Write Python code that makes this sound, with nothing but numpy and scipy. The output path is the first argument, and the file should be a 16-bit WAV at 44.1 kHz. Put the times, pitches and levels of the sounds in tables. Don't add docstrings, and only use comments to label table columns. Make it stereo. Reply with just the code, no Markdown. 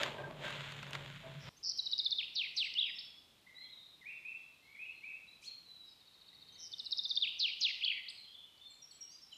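import sys
import numpy as np
from scipy import signal
from scipy.fft import rfft, irfft
from scipy.io import wavfile
from scipy.ndimage import uniform_filter1d

SR = 44100
rng = np.random.default_rng(int(sys.argv[2]) if len(sys.argv) > 2 else 0)


def file_out(sig):
    cols = np.atleast_2d(sig).T
    lim = np.clip(cols, -1, 1)
    pcm = np.round(lim * 32767).astype(np.int16)
    wavfile.write(sys.argv[1], SR, pcm)


N = 413216

# freq_hz, gain_db
HUSH_SPECTRUM = [(15, -48), (25, -17), (86, -8.5), (204, -7.5), (482, -8), (1110, -4), (1620, -7),
                 (3930, 2), (4380, -5), (5140, -6.5), (6050, -10.5), (14300, -14.5), (15500, -31)]
# time_s, level_db
RUMBLE_LEVELS = [(1.58, -73), (3.0, -74.5), (4.5, -77), (5.4, -75), (6.1, -78), (6.5, -72.5), (8.3, -78),
                 (9.37, -77.5)]

# centre_hz, width_hz, level_db
HUM_BANDS = [(45, 49, -69), (105, 18, -65), (140, 9.1, -56.5), (149.6, 36, -59.5), (225, 38, -68.5)]
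# centre_hz, width_hz, gain_db
FILM_MODES = [(1382, 620, -4), (2350, 1750, -1), (3510, 1200, 0.8)]
SHEEN_MODES = [(6820, 1250, 0), (13400, 3900, -14.5)]
BOWL_MODES = [(252, 310, -1.5), (422, 105, -1.5), (589, 103, 3.5), (893, 215, -0.5), (1058, 320, 0)]
# time_s, level_db
HAND_LEVELS = [(0, -43), (.012, -44), (.032, -43), (.12, -50), (.236, -47.5), (.35, -54), (.44, -51),
               (.85, -60.5), (.95, -51.5), (1.004, -56), (1.19, -71), (1.264, -56), (1.4, -70), (1.49, -55)]
# start_s, pitch_hz, level_db, t60_s
BOWL_RINGS = [(.005, 574, -63, 0.49), (.182, 1590, -36, 0.071), (.235, 1586, -36, 0.11),
              (.18, 592, -48, 0.21), (.44, 1583, -42, 0.33), (.44, 593, -43, 0.22), (1.235, 656, -48, 0.54)]
# peak_s, level_db, rise_s, fall_s
FILM_TUGS = [(.015, -39, 0.045, 0.065), (0.037, -42, 0.0046, 0.08), (0.453, -44.5, 0.044, 0.57),
             (.688, -47, 0.014, 0.018), (.95, -47, 0.013, 0.038), (1.152, -55.5, 0.026, 0.043),
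             (1.264, -80.5, 0.037, 0.046), (1.49, -52.5, 0.057, 0.054)]
# start_s, peak_db, centre_hz, t60_s
CREASE_SNAPS = [(0.033, -20, 2100, .015), (.062, -32, 1400, .015), (.452, -36, 1580, .02),
                (.48, -33, 1100, .02), (.505, -35, 1500, .02), (0.721, -37, 1660, .02),
                (0.829, -37, 1600, .025), (0.866, -42, 1500, .025), (.908, -47, 7000, .015),
                (0.932, -31, 2000, .02), (0.951, -30, 1550, .03), (1.1, -47, 1770, .02),
                (1.137, -49, 2650, .02)]

# offset_s, pitch_hz, gain_db, depth_hz
BUZZ_CONTOUR = [(0, 5190, -20.5, 203), (.014, 5390, -14, 800), (.035, 5160, -7, 834), (.075, 5274, -6, 916),
                (.094, 4900, -7, 1000), (.102, 4460, -8.5, 610)]
SWEEP_CONTOUR = [(-.018, 5697, -45.5, 150), (-.006, 6000, -37, 220), (-.001, 5796, -22, 250),
                 (.003, 5386, -12, 650), (.013, 4400, -5.5, 510), (.032, 4150, -4.5, 490),
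                 (.045, 3573, -4.5, 290), (.056, 3100, -5, 68), (.069, 2592, -5.5, 0.45),
                 (.079, 2040, -28, 3.4)]
# offset_s, pitch_hz, gain_db
CHIP_CONTOUR = [(.0085, 3950, -19), (.0115, 5210, -14.5), (.014, 5054, -16.5), (.017, 4280, -12.5),
                (.021, 3800, -10), (.027, 3700, -12), (.032, 3600, -26)]
ARCH_CONTOUR = [(0, 2580, -10), (.006, 4110, -0.5), (.012, 5035, -5), (.018, 5010, -5), (.025, 3800, -3),
                (.031, 2580, -6)]
# offset_s, length_s, start_hz, peak_hz, end_hz, gain_db, peak_share, start_gain_db
TICK_GLIDES = [(0, .0062, 6300, 4700, 3500, -18, .55, -13)]
HOOK_GLIDES = [(.009, .009, 4570, 4980, 3250, -13, 0.24, -4),
               (.018, 0.016, 3330, 3830, 3730, -10.5, 0.35, -14)]
DROP_GLIDES = [(-.008, .005, 5860, 3940, 3530, -4, 0.35, -36),
               (-.001, .035, 3965, 3457, 1850, -1.5, 0.146, -5),
               (.043, .013, 1950, 2786, 3690, -8.5, .55, -19),
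               (.056, 0.011, 3680, 2490, 2240, -12.5, 0.82, 0.5)]
GRACE_GLIDES = [(.08, .022, 2990, 2630, 1890, -8, 0.3085, -18.5),
                (.105, .016, 2494, 2185, 1886, -13.5, 0.37, -25.5)]

# start_s, level_db, pitch_ratio, length_ratio, pan_db (left minus right), reach_ratio
BUZZES = [(1.39, -57, 1.015, 1.02, -2, 0.76), (1.627, -33, 0.97, 0.94, 3.5, 0.82),
          (6.577, -45.5, 1.06, 1.03, -6, 0.68)]
DROPS = [(2.184, -31, 1.017, .99, 1.6, 0.92), (7.222, -27.5, 1.03, 1.14, 3.9, 0.86)]
SWEEPS = [(2.3524, -29.5, 0.97, 1, 1.7, 0.97), (2.564, -28.5, 1.023, 0.96, 2.6, 1.013),
          (7.3916, -27, 1.037, 0.99, 1.2, 0.95), (7.608, -26.5, 1.072, 0.89, 1.6, 1.08)]
ARCHES = [(2.983, -39.5, 1.08, 1, 4.3, 0.91), (8.08, -42.5, 1, 1.01, 4.2, 0.95)]
FAR_BUZZES = [(3.67, -58, .74, 2.5, 3.1, 0.303), (5.847, -59.5, 0.896, 0.94, 5.6, .6)]
# start_s, level_db, pitch_ratio, reach_ratio
TRILL_CHIPS = [(1.775, -22, 1.04, 1), (1.8477, -26.5, 1.03, 1.07), (1.9792, -17.5, 0.98, 0.96),
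               (2.0455, -19.5, 0.95, 0.64), (2.1074, -17.5, 0.95, 0.56), (6.782, -27.5, 0.98, 1.16),
               (6.846, -27.5, 1.066, 0.82), (6.9088, -21.5, 1.0, 1.1), (6.9727, -21, 0.98, 1.12),
               (7.0357, -21.5, 0.97, 1.005), (7.0934, -20, 0.97, 0.81)]
TRILL_HOOKS = [(1.9134, -19, 1.013, 0.75), (6.7172, -29.5, 0.97, 0.97), (7.1545, -17.5, .96, 0.97)]
# start_s, length_s, start_hz, peak_hz, end_hz, level_db, peak_share, start_gain_db
FLOURISH_LEADS = [(2.738, 0.0052, 6160, 4410, 3260, -38, 0.61, -14),
                  (2.751, 0.023, 2950, 2890, 2770, -38, 0.47, -15),
                  (2.767, 0.038, 2665, 3910, 3330, -29, 0.82, -28),
                  (7.809, 0.011, 2570, 3300, 2100, -42.5, 0.22, -8),
                  (7.818, 0.034, 2090, 3387, 3420, -33.5, 0.61, -26),
                  (7.845, 0.012, 3462, 4698, 2440, -34.5, 0.4, 3)]
# the lead-in columns, then end_gain_db, depth_hz, rate_hz, crest_s, pan_db
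FLOURISH_WARBLES = [(2.803, 0.047, 3150, 3050, 3000, -35.5, .55, -5, -2, 450, 62.1, 2.813, 1.5),
                    (2.848, .06, 2900, 2700, 1950, -42, .15, -3, -6, 330, 111, 2.853, 1.5),
                    (7.855, 0.056, 2850, 2900, 2650, -36, 0.5, -2, -2, 480, 51.9, 7.864, .6),
                    (7.91, .022, 2500, 2400, 2200, -40, .3, -3, -8, 350, 100, 7.916, .6),
                    (7.932, .078, 2150, 2120, 2050, -49, .5, -3, -3, 230, 102, 7.949, .6)]
WARBLE_SWELL = [(0, 0.34), (.3, 0.85), (.65, 1), (1, 0.33)]
# time_s, peak_db
BILL_SNAPS = [(1.778, -36), (1.794, -56), (7.282, -42)]

# start_s, length_s, start_hz, peak_hz, end_hz, level_db, pan_db
FAR_WHISTLES = [(1.565, 0.039, 6440, 6100, 7450, -63.5, -3), (3.462, 0.051, 1880, 2180, 1850, -60.5, 12.5),
                (3.561, 0.1, 2045, 1990, 2320, -65, 16.5), (3.545, 0.14, 3760, 4084, 4085, -54, 0),
                (3.679, 0.15, 3730, 3796, 4060, -58.5, 4.5), (3.773, 0.13, 3620, 3720, 3840, -60, -2),
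                (3.904, 0.054, 3600, 3710, 3580, -66, -6), (1.698, 0.26, 3220, 3100, 2764, -64, 1.5),
                (1.974, 0.073, 2266, 2236, 2110, -70, -7.5), (2.54, 0.11, 8200, 7880, 7780, -66.5, -1),
                (2.852, 0.099, 5100, 4880, 4880, -62, 3), (2.943, 0.065, 5420, 5350, 5270, -59.5, 3),
                (3.013, .07, 5400, 5320, 5250, -60.5, 3), (3.042, 0.09, 3304, 3354, 3490, -60, 14.5),
                (3.61, 0.061, 3570, 3190, 3970, -59.5, 1), (4.15, 0.049, 3680, 3550, 3400, -73, 13),
                (4.348, 0.064, 3450, 3390, 3350, -68, 8), (4.608, 0.12, 4230, 4130, 4360, -73, 1),
                (4.611, 0.34, 3410, 3350, 3430, -72.5, 5), (4.888, 0.18, 4270, 4210, 4210, -73.5, 6),
                (4.61, 0.19, 2060, 2197, 2404, -63.5, 8), (4.011, 0.025, 2190, 2100, 1860, -64, 13),
                (4.745, .025, 2620, 2255, 1960, -54, 8), (5.269, 0.074, 4040, 3965, 4020, -59.5, 6.5),
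                (5.423, 0.031, 2030, 2625, 4080, -58, 12), (5.424, 0.049, 4290, 5460, 7800, -66.5, 16),
                (5.45, 0.053, 3650, 4394, 3920, -47.5, 1), (5.654, 0.084, 4000, 4034, 3905, -57, 3),
                (5.713, 0.23, 4006, 3916, 3814, -59, 5), (6.324, 0.017, 1870, 2000, 2320, -71.5, 16),
                (6.454, 0.41, 3200, 3090, 2815, -64, 2.5), (6.521, 0.039, 6250, 6220, 6400, -68, -6),
                (8.097, 0.014, 10300, 8100, 7540, -54.5, 13.5), (6.72, 0.17, 8150, 8070, 8300, -72, -3),
                (7.078, 0.021, 5680, 6070, 5930, -58, -14.5), (7.565, 0.039, 3770, 3320, 2880, -49, 8),
                (8.434, 0.15, 2990, 2977, 2992, -65.5, -1), (9.016, 0.071, 2870, 2970, 2860, -70.5, -6),
                (8.154, 0.094, 3900, 4220, 3955, -56, -4.5), (8.241, 0.034, 3640, 3200, 2970, -56, 12.5),
                (8.275, 0.033, 2910, 3290, 3420, -55.5, 7), (8.177, 0.0203, 4630, 4240, 3920, -59, 2),
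                (8.336, 0.047, 3760, 3460, 2750, -55.5, -4), (8.577, .012, 4970, 4330, 3900, -63, 0),
                (8.595, 0.061, 3180, 3546, 3680, -53.5, 0), (8.638, 0.11, 4280, 4230, 4110, -63.5, -7),
                (8.701, 0.057, 7960, 7580, 7070, -66, 8), (8.816, 0.0474, 5820, 5650, 5330, -55.5, 4.5),
                (8.91, 0.061, 7870, 7770, 7640, -65, 10), (8.908, 0.022, 4780, 4300, 4130, -54, -1),
                (8.927, 0.011, 3430, 3230, 3100, -59, 9.5), (8.699, 0.035, 2280, 2370, 2210, -75, 19),
                (8.994, 0.024, 2280, 2320, 2270, -76, 16), (6.558, 0.025, 1930, 2020, 2340, -71.5, 10),
                (9.006, 0.063, 5720, 5610, 5485, -51.5, 6), (9.079, 0.11, 4180, 4730, 4950, -60, -2),
                (9.1, 0.08, 6170, 6350, 6040, -64, 0), (9.214, 0.043, 5430, 5450, 5230, -55.5, 2.5),
                (9.306, 0.032, 3700, 4010, 3860, -60, -4), (9.315, 0.038, 3480, 3040, 2480, -57, 14),
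                (9.322, 0.042, 7060, 7150, 6900, -67.5, 10)]
# time_s, pitch_hz, level_db
RISING_CALLS = [
    [(4.04, 1807, -59.5), (4.06, 2240, -46.5), (4.075, 2472, -47), (4.092, 2470, -43), (4.105, 2745, -45.5),
     (4.113, 2710, -45), (4.12, 2330, -56), (4.126, 1950, -60)],
    [(4.23, 1914, -63), (4.245, 2278, -54), (4.258, 2496, -42), (4.285, 2638, -45.5), (4.305, 2694, -41.5),
     (4.322, 2622, -44), (4.331, 2230, -58), (4.338, 1900, -63)],
    [(4.76, 2014, -58), (4.78, 2166, -54), (4.8, 2470, -46), (4.83, 2610, -40.5), (4.85, 2652, -52),
     (4.862, 2920, -49), (4.87, 2480, -51), (4.877, 2200, -61)],
    [(5.02, 2040, -60), (5.04, 2304, -45), (5.06, 2556, -44), (5.08, 2560, -46), (5.095, 2670, -49),
     (5.112, 2682, -44), (5.12, 2360, -52), (5.128, 1970, -61)],
]
# start_s, length_s, centre_hz, width_hz, level_db
WING_FLUTTERS = [(5.408, 0.098, 5760, 3500, -59)]

KITCHEN_END_S, BUZZ_RATE_HZ, SWEEP_RATE_HZ = 1.492, 85.2, 164.7
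NEAR_LAG_SAMPLES, FAR_LAG_SAMPLES = 1, 8


def undb(db):
    return 10 ** (np.asarray(db) / 20)


def unit_rms(x):
    return x / np.sqrt(np.mean(x ** 2))


def band(x, hz, width_hz):
    return signal.lfilter(*signal.iirpeak(hz, hz / width_hz, SR), x)


def steep_band(x, hz, width_hz):
    return band(band(x, hz, width_hz), hz, 2 * width_hz)


def resonate(x, modes):
    return unit_rms(sum((-1) ** k * undb(db) * unit_rms(steep_band(x, hz, width_hz))
                        for k, (hz, width_hz, db) in enumerate(modes)))


def wander(count, rate_hz):
    step = int(SR / rate_hz)
    stairs = np.repeat(rng.standard_normal(count // step + 1), step)
    return 1.2 * uniform_filter1d(uniform_filter1d(stairs, step), step)[:count]


def hush(t, upper_db=-67, crossover_hz=330):
    hz = np.maximum(np.arange(N // 2 + 1) * SR / N, 1)
    knot_hz, knot_db = np.transpose(HUSH_SPECTRUM)
    shape = undb(np.interp(np.log(hz), np.log(knot_hz), knot_db))
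    mid, side = rfft(rng.standard_normal((2, N))) * shape
    side *= np.clip(hz / 1800, .45, .98)
    ears = np.array([mid + side, mid - side])
    bass_share = 1 / (1 + (hz / crossover_hz) ** 2)
    rumble = undb(np.interp(t, *np.transpose(RUMBLE_LEVELS))) * unit_rms(irfft(ears * bass_share, N))
    return rumble + undb(upper_db) * unit_rms(irfft(ears * (1 - bass_share), N))


def fridge():
    return sum(undb(db) * unit_rms(steep_band(rng.standard_normal(N), hz, width_hz))
               for hz, width_hz, db in HUM_BANDS)


def bowl(t, clicks, attack_s=.0063):
    out = undb(np.interp(t, *np.transpose(HAND_LEVELS))) * resonate(clicks, BOWL_MODES)
    for start_s, hz, db, t60_s in BOWL_RINGS:
        age_s = np.maximum(t - start_s, 0)
        envelope = undb(db - 60 * age_s / t60_s) * (1 - np.exp(-age_s / attack_s))
        out += envelope * np.sin(2 * np.pi * hz * age_s)
    return out


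def film_crackle(t, clicks, fall_db_per_decade=36, sheen_db=-17.5):
    power = 0
    for peak_s, db, rise_s, fall_s in FILM_TUGS:
        rise = np.exp(np.minimum(t - peak_s, 0) / rise_s)
        fall = undb(db - fall_db_per_decade * np.log10(1 + np.maximum(t - peak_s, 0) / fall_s))
        power += (rise * fall) ** 2
    crackle = resonate(clicks, FILM_MODES) + undb(sheen_db) * resonate(clicks, SHEEN_MODES)
    return np.sqrt(power) * crackle


def film_creases(t, width_ratio=.85):
    out = np.zeros(N)
    count = SR // 10
    for start_s, db, hz, t60_s in CREASE_SNAPS:
        burst = rng.standard_normal(count) * undb(-60 * t[:count] / t60_s)
        snap = steep_band(burst, hz, width_ratio * hz)
        first = int(start_s * SR)
        out[first:first + count] += undb(db) * snap / np.max(np.abs(snap))
    return out


def kitchen(t, click_chance=.12, cut_s=.0012):
    occurs, polarity, size = rng.random((3, N))
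    click_db = -2.5 * np.log(1 - size) + .46 * wander(N, 60)
    clicks = (occurs < click_chance) * np.sign(polarity - .5) * undb(click_db)
    out = film_crackle(t, clicks) + film_creases(t) + bowl(t, clicks) + fridge()
    return out * np.clip((KITCHEN_END_S - t) / cut_s, 0, 1)


def wood_echoes(dry, t60_s, tail_db, build_s, twig_t60_s, twig_db, treble_hz=7200):
    t = np.arange(int(1.5 * SR)) / SR
    clumps = undb(2 * wander(len(t), 60))
    noise = rng.standard_normal((2, len(t))) * clumps * (1 - np.exp(-t / build_s))
    low = signal.sosfiltfilt(signal.butter(2, treble_hz, fs=SR, output="sos"), noise)
    tail = low * undb(-60 * t / t60_s) + (noise - low) * undb(-60 * t / (.35 * t60_s))
    tail = signal.lfilter([1], [1, -.15], tail)
    twigs = rng.standard_normal((2, len(t))) * undb(-60 * t / twig_t60_s)
    response = sum(undb(db) * part / np.linalg.norm(part, axis=1, keepdims=True)
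                   for part, db in ((tail, tail_db), (twigs, twig_db)))
    return dry + signal.fftconvolve(dry, response, axes=1)[:, :N]


def glide(start_s, length_s, start_hz, peak_hz, end_hz, level_db, peak_share, start_gain_db,
          end_gain_db=-17, fall_power=1.57, bend_power=1.212):
    share = np.linspace(0, 1, 25)
    before = np.clip(1 - share / peak_share, 0, 1)
    after = np.clip((share - peak_share) / (1 - peak_share), 0, 1)
    hz = peak_hz + (start_hz - peak_hz) * before ** bend_power + (end_hz - peak_hz) * after ** bend_power
    db = level_db + start_gain_db * before ** 4.7 + end_gain_db * after ** fall_power
    return np.transpose([start_s + length_s * share, hz, db])


def glides(table, **shape):
    return [glide(*row, **shape) for row in table]


def add_note(out, contour, pan_db, lag_samples, warble_hz=0, crest_s=0,
             jitter=.00677, flutter_db=.5, lift_db_per_hz=.0029, pulse_db=0):
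    time_s, hz, db, *depth = np.transpose(contour)
    first = int(time_s[0] * SR)
    t = np.arange(first, min(int(time_s[-1] * SR), N - lag_samples)) / SR
    count = len(t)
    swing = np.cos(2 * np.pi * warble_hz * (t - crest_s))
    swing_hz = swing * np.interp(t, time_s, depth[0]) if depth else 0
    line_hz = uniform_filter1d(np.interp(t, time_s, hz), size=40)
    pitch_hz = line_hz * (1 + jitter * wander(count, 149.8)) + swing_hz
    warble_db = lift_db_per_hz * swing_hz - pulse_db * (2 * swing ** 2 - 1)
    level_db = np.interp(t, time_s, db) + warble_db + flutter_db * wander(count, 163.8)
    note = undb(level_db) * np.sqrt(2) * np.sin(2 * np.pi * np.cumsum(pitch_hz) / SR)
    note *= 1 + .07 * wander(count, 1500)
    note *= signal.windows.tukey(count, min(220 / count, 1))
    left_db = pan_db + .3 * (pitch_hz / 1000 - 3.5)
    out[0, first:first + count] += undb(left_db / 2) * note
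    out[1, first + lag_samples:first + lag_samples + count] += undb(-left_db / 2) * note


def sing(contours, events, lag_samples=NEAR_LAG_SAMPLES, warble_hz=0, crest_s=0, **voice):
    out = np.zeros((2, N))
    points = np.vstack([np.array(contour)[:, :3] for contour in contours])
    home_hz = points[np.argmax(points[:, 2]), 1]
    for start_s, level_db, pitch_ratio, stretch, pan_db, reach in events:
        for contour in contours:
            offset_s, hz, gain_db, *depth = np.transpose(contour)
            pitch_hz = pitch_ratio * (home_hz + reach * (hz - home_hz))
            sung = [start_s + stretch * offset_s, pitch_hz, level_db + gain_db]
            sung += [reach * depth_hz for depth_hz in depth]
            add_note(out, np.transpose(sung), pan_db, lag_samples,
                     warble_hz / stretch, start_s + crest_s * stretch, **voice)
    return out


def wings(t):
    out = np.zeros((2, N))
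    for start_s, length_s, hz, width_hz, db in WING_FLUTTERS:
        swell = np.sin(np.pi * np.clip((t - start_s) / length_s, 0, 1))
        out += undb(db) * swell * unit_rms(steep_band(rng.standard_normal((2, N)), hz, width_hz))
    return out


def far_birds(trill_start_s=5.9958, trill_step_s=.0687, trill_db=-49, step_db=.94):
    trill = [(trill_start_s + k * trill_step_s, trill_db + k * step_db, .99, .9, 9.3, .52)
             for k in range(9)]
    out = sing(glides(TICK_GLIDES) + [CHIP_CONTOUR], trill, FAR_LAG_SAMPLES)
    out += sing([BUZZ_CONTOUR], FAR_BUZZES, FAR_LAG_SAMPLES, warble_hz=BUZZ_RATE_HZ)
    for *row, pan_db in FAR_WHISTLES:
        contour = glide(*row, peak_share=.37, start_gain_db=-17, end_gain_db=-13, fall_power=3.5)
        add_note(out, contour, pan_db, FAR_LAG_SAMPLES, jitter=.008, flutter_db=4)
    return wood_echoes(out, t60_s=.7, tail_db=-4.5, build_s=.015, twig_t60_s=.08, twig_db=-8)


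def rising_caller():
    out = np.zeros((2, N))
    for contour in RISING_CALLS:
        add_note(out, contour, pan_db=9.5, lag_samples=FAR_LAG_SAMPLES, jitter=.004, flutter_db=2.5)
    return wood_echoes(out, t60_s=.68, tail_db=-7, build_s=.02, twig_t60_s=.04, twig_db=-15)


def bill():
    clicks = np.zeros(N)
    for time_s, db in BILL_SNAPS:
        clicks[int(time_s * SR)] = undb(db)
    return band(clicks, hz=8000, width_hz=9000)


def near_trill(stretch=.93, pan_db=5):
    chips, hooks = ([(start_s, db, pitch, stretch, pan_db, reach) for start_s, db, pitch, reach in table]
                    for table in (TRILL_CHIPS, TRILL_HOOKS))
    ticks = [(start_s, db, 1, stretch, pan_db, 1) for start_s, db, *_ in chips + hooks]
    out = sing([CHIP_CONTOUR], chips, jitter=.012, flutter_db=2)
    return out + sing(glides(TICK_GLIDES), ticks) + sing(glides(HOOK_GLIDES), hooks)


def near_flourish():
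    out = sing([ARCH_CONTOUR], ARCHES, jitter=.0086, flutter_db=3.5)
    for contour in glides(FLOURISH_LEADS, end_gain_db=-4, bend_power=1.11):
        add_note(out, contour, pan_db=2, lag_samples=NEAR_LAG_SAMPLES, jitter=.014, flutter_db=3)
    for start_s, length_s, *shape, depth_hz, rate_hz, crest_s, pan_db in FLOURISH_WARBLES:
        contour = glide(start_s, length_s, *shape)
        swell = np.interp((contour[:, 0] - start_s) / length_s, *np.transpose(WARBLE_SWELL))
        add_note(out, np.column_stack([contour, depth_hz * swell]), pan_db, NEAR_LAG_SAMPLES,
                 rate_hz, crest_s, jitter=.012, flutter_db=2, lift_db_per_hz=.018)
    return out


def near_bird():
    song = sing([BUZZ_CONTOUR], BUZZES, warble_hz=BUZZ_RATE_HZ, crest_s=.014,
                jitter=.025, flutter_db=2.5, pulse_db=4.5)
    song += sing([SWEEP_CONTOUR] + glides(GRACE_GLIDES), SWEEPS, warble_hz=SWEEP_RATE_HZ, crest_s=.0035,
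                 jitter=.01, flutter_db=2.2, lift_db_per_hz=-.0024, pulse_db=.6)
    song += near_trill() + sing(glides(DROP_GLIDES), DROPS) + near_flourish()
    return wood_echoes(song, t60_s=.76, tail_db=-8.5, build_s=.012, twig_t60_s=.06, twig_db=-14) + bill()


def scene():
    t = np.arange(N) / SR
    return near_bird() + far_birds() + rising_caller() + wings(t) + hush(t) + kitchen(t)


def record(dry):
    return signal.sosfilt(signal.ellip(10, .2, 60, 15450, fs=SR, output="sos"), dry)


dry = scene()
out = record(dry)
file_out(out)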